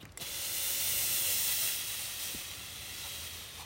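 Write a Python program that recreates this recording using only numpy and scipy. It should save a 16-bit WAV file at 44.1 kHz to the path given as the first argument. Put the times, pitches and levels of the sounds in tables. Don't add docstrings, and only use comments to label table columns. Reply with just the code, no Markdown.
import sys
import numpy as np
from scipy import signal
from scipy.fft import rfft, irfft, next_fast_len
from scipy.io import wavfile
from scipy.ndimage import uniform_filter1d, map_coordinates

SR = 44100
rng = np.random.default_rng(int(sys.argv[2]) if len(sys.argv) > 2 else 0)


def file_out(sig):
    cols = np.atleast_2d(sig).T
    lim = np.clip(cols, -1, 1)
    pcm = np.round(lim * 32767).astype(np.int16)
    wavfile.write(sys.argv[1], SR, pcm)


N = 160965
TOP_HZ = 15800


def jet(full_flow_db=-33, slack_flow_db=-47, patchy_db=0.54, surge_hz=1170):
    # time_s, level_db
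    flow = [(0.25, -42.5), (0.27, -40.5), (0.61, -34), (1.1, -31), (1.52, -31), (1.58, -32.5), (1.64, -31),
            (1.83, -38.5), (1.89, -37.5), (2.16, -40.5), (2.25, -37.5), (2.54, -44.5), (2.79, -44.5),
            (3.01, -42.5), (3.24, -42), (3.5, -47.5), (3.61, -46.5), (3.65, -51.5)]
    # frequency_hz, relative_db
    full_tone = [(150, -18.5), (400, -14), (700, -14), (1000, -13), (1250, -14), (1650, -11.5),
                 (2000, -5.5), (2450, -7.5), (2800, -1), (3400, -3), (4050, -2), (4750, -7.5), (5300, -3),
                 (6300, -2.5), (7100, -4.5), (8200, -3), (8750, -0.6), (9350, 0), (10300, -7),
                 (11600, -3.5), (13200, -3.5), (15500, 0.5)]
    # frequency_hz, relative_db
    slack_tone = [(150, -12.5), (400, -8), (800, -10.5), (1250, -5.5), (1500, -10.5), (1950, -4),
                  (2400, -2.5), (2850, -1), (3350, 2.1), (3950, 0), (4500, -4), (5400, -7), (5800, -4),
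                  (6500, -6.5), (7200, -9.5), (8200, -8.5), (9100, -3.5), (10300, -14), (11600, -9),
                  (13200, -12), (15500, -9.5)]
    # centre_s, width_s, boost_db
    surges = [(1.51, 0.018, 4.5), (1.64, .014, 2), (3.04, 0.03, 2.5)]
    hz, s, spectrum = signal.stft(turbulence(), SR, nperseg=512)
    flow_db = np.interp(s, *np.transpose(flow))
    fullness = np.clip((flow_db - slack_flow_db) / (full_flow_db - slack_flow_db), -.6, 1.1)
    tone_db = np.outer(along(full_tone, hz), fullness) + np.outer(along(slack_tone, hz), 1 - fullness)
    colour = paving(hz, s) * amp(tone_db)
    colour /= np.sqrt(np.mean(colour ** 2 * (hz < TOP_HZ)[:, None], axis=0))
    speckle = rng.standard_normal(spectrum.shape)
    patches = unit(uniform_filter1d(uniform_filter1d(speckle, size=6, axis=0), size=16, axis=1))
    midrange = bell(np.log2(hz + 1), np.log2(surge_hz), 1.1)
    surge_db = np.outer(midrange, sum(db * bell(s, at, width) for at, width, db in surges))
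    gain = colour * amp(flow_db + patchy_db * patches + surge_db)
    hiss = signal.istft(spectrum * gain, nperseg=512)[1][:N]
    return hiss * nozzle()


def nozzle(leak_start_s=.176, leak_db=-11, open_s=0.195, flutter_db=0.49, flutter_hz=24.75):
    t = clock()
    opening = np.maximum(ramp(t, open_s, 0.017), amp(leak_db) * (t > leak_start_s))
    spit_db = 4 * bell(t, 0.223, 0.0086)
    return opening * amp(spit_db + flutter_db * wobble(flutter_hz))


def turbulence(pops_per_s=260, sputter_db=-14, pop_decay_s=0.00065):
    pops = (rng.random(N) < pops_per_s / SR) * rng.exponential(1, N)
    tails = signal.lfilter([1], [1, -np.exp(-1 / (pop_decay_s * SR))], pops)
    sputter = unit(tails * rng.standard_normal(N))
    return unit(walls(rng.standard_normal(N) + amp(sputter_db) * sputter))


def pump(mains_hz=50, start_s=.19, stop_s=1.36, fade_s=.05):
    # mains_multiple, rms_db
    partials = [(6, -72), (7, -65.5), (11, -61.5), (12, -68)]
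    t, hum = clock(), np.zeros(N)
    for multiple, db in partials:
        peak = np.sqrt(2) * amp(db + wobble(5.9))
        hum += peak * np.sin(2 * np.pi * (multiple * mains_hz * t + rng.random()))
    return hum * ramp(t, start_s, fade_s) * ramp(-t, -stop_s, fade_s)


def switch(crack_t60_s=0.013):
    # start_s, gain_db
    contacts = [(0.1743, -34), (.1768, -40.5)]
    # pitch_hz, relative_db, t60_s
    modes = [(1160, -16, 0.019), (2080, -5, .025), (2350, -7, 0.016), (3640, -15, .02), (5570, -11, 0.017),
             (5770, 0, 0.014), (7176, -8, .019), (7620, -1.5, 0.026), (9760, 3, 0.022), (11100, -3, .018)]
    t, out = clock(), np.zeros(N)
    for s, db in contacts:
        ring = sum(amp(level + rng.normal(0, 2)) * decay(s, t60) * np.sin(2 * np.pi * hz * (t - s))
                   for hz, level, t60 in modes)
        crack = decay(s, crack_t60_s) * band(6000, 2.3)
        out += amp(db) * (.6 * ring + .561 * crack)
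    return out


def handling(glide_s=0.0071):
    # start_s, level_db, centre_hz, width_octaves, t60_s
    ticks = [(0.028, -48, 2400, 0.94, 0.033), (0.0541, -44, 1900, 0.42, 0.027),
             (.0535, -46.5, 7000, 1.5, 0.012), (0.092, -50, 3400, 0.39, 0.019),
             (0.121, -50, 5970, 0.75, .018), (.199, -45, 3700, .4, 0.027), (1.628, -39, 2000, 0.87, .06)]
    # centre_s, width_s, level_db, centre_hz, width_octaves
    scuffs = [(0.016, 0.0079, -50.5, 3100, .25), (.02, 0.0091, -59.5, 11000, 0.65),
              (.215, .02, -52.5, 470, 0.64), (1.3, 0.019, -54.5, 540, 0.17), (3.06, .018, -57, 890, 0.18),
              (3.607, 0.021, -50, 950, 0.32), (3.607, 0.021, -51, 4500, 1.2)]
    # start_s, level_db, first_hz, last_hz, t60_s
    bumps = [(.032, -31, 280, 110, 0.02), (.072, -44, 200, 90, 0.035), (0.216, -39.5, 218, 128, 0.083),
             (2.3458, -34, 362, 147, 0.052)]
    t = clock()
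    out = sum(amp(db) * decay(s, t60) * band(hz, octaves) for s, db, hz, octaves, t60 in ticks)
    out += sum(amp(db) * bell(t, s, width) * band(hz, octaves) for s, width, db, hz, octaves in scuffs)
    for s, db, first_hz, last_hz, t60 in bumps:
        age = np.maximum(t - s, 0)
        cycles = last_hz * age + (first_hz - last_hz) * glide_s * (1 - np.exp(-age / glide_s))
        out += amp(db) * decay(s, t60) * ramp(t, s, 0.0022) * np.sin(2 * np.pi * cycles)
    return out


def paving(hz, s):
    # time_s, lag_ms
    lags = [(.25, 1.47), (.55, 1.412), (.8, 1.395), (1.05, 1.429), (1.3, 1.48), (1.8, 1.514), (2.4, 1.55),
            (2.85, 1.488), (3.25, 1.53), (3.6, 1.64)]
    # frequency_hz, share_reflected
    reflection = [(300, 0.15), (2500, 0.27), (3500, .33), (6000, 0.29), (10000, 0.17), (15000, 0.073)]
    lag_s = np.interp(s, *np.transpose(lags)) / 1000
    share = along(reflection, hz)[:, None]
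    return np.abs(1 / (1 - share * np.exp(-2j * np.pi * np.outer(hz, lag_s))))


def walls(x, count=80, level_db=-8.5, spread_s=.04, shift_s=0.817):
    out, place = x.copy(), clock() / shift_s
    for k in range(int(place[-1]) + 2):
        distance = rng.random(count)
        strength = rng.standard_normal(count) * np.exp(-2 * distance)
        delays = ((.002 + spread_s * distance) * SR).astype(int)
        echoes = np.bincount(delays, strength / np.linalg.norm(strength))
        crossfade = np.sqrt(np.maximum(1 - np.abs(place - k), 0))
        out += amp(level_db) * crossfade * signal.fftconvolve(x, echoes)[:N]
    return out


def outdoors(drone_hz=81.7, drone_db=-59, drone_start_s=2.79):
    # frequency_hz, relative_db
    rumble_tone = [(20, -40), (35, -24), (52, -2.5), (68, -3), (90, 0.5), (115, -2), (150, -8.5),
                   (250, -13.5), (600, -16.5), (2000, -23), (6000, -32.5), (15000, -45)]
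    # time_s, level_db
    swells = [(0.0, -55), (0.03, -51.5), (0.12, -55.5), (0.87, -55), (0.9, -50.5), (2.15, -58), (2.37, -51),
              (2.38, -54.5), (3.33, -55), (3.65, -55)]
    t = clock()
    air = unit(filtered(rng.standard_normal(N), lambda hz: amp(along(rumble_tone, hz))))
    drone_peak = np.sqrt(2) * amp(drone_db + 1.9 * wobble(7.57))
    drone = drone_peak * np.sin(2 * np.pi * drone_hz * t + 0.47 * wobble(5.83))
    return air * amp(np.interp(t, *np.transpose(swells))) + drone * ramp(t, drone_start_s, 0.19)


def amp(db):
    return 10 ** (np.asarray(db) / 20)


def unit(x):
    return x / np.sqrt(np.mean(x ** 2) + 1e-20)


def along(points, hz):
    f, v = np.transpose(points)
    return np.interp(np.log(hz + 1), np.log(f + 1), v)


def clock():
    return np.arange(N) / SR


def bell(x, centre, width):
    return np.exp(-.5 * ((x - centre) / width) ** 2)


def ramp(t, start, length):
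    return np.clip((t - start) / length, 0, 1)


def wobble(rate):
    return map_coordinates(rng.standard_normal(int(N * rate / SR) + 4), [clock() * rate])


def filtered(x, response):
    m = next_fast_len(N + SR // 2)
    return irfft(rfft(x, m) * response(np.fft.rfftfreq(m, 1 / SR)), m)[..., :N]


def band(hz, octaves):
    return unit(filtered(rng.standard_normal(N), lambda f: bell(np.log2(f + 1), np.log2(hz), octaves)))


def decay(start_s, t60):
    age = clock() - start_s
    return (age >= 0) * np.exp(-np.log(1000) * np.abs(age) / t60)


def scene():
    mono = jet() + pump() + switch() + handling() + outdoors()
    return np.array([mono, mono])


def record(dry):
    return filtered(dry, lambda hz: hz < TOP_HZ)


dry = scene()
out = record(dry)
file_out(out)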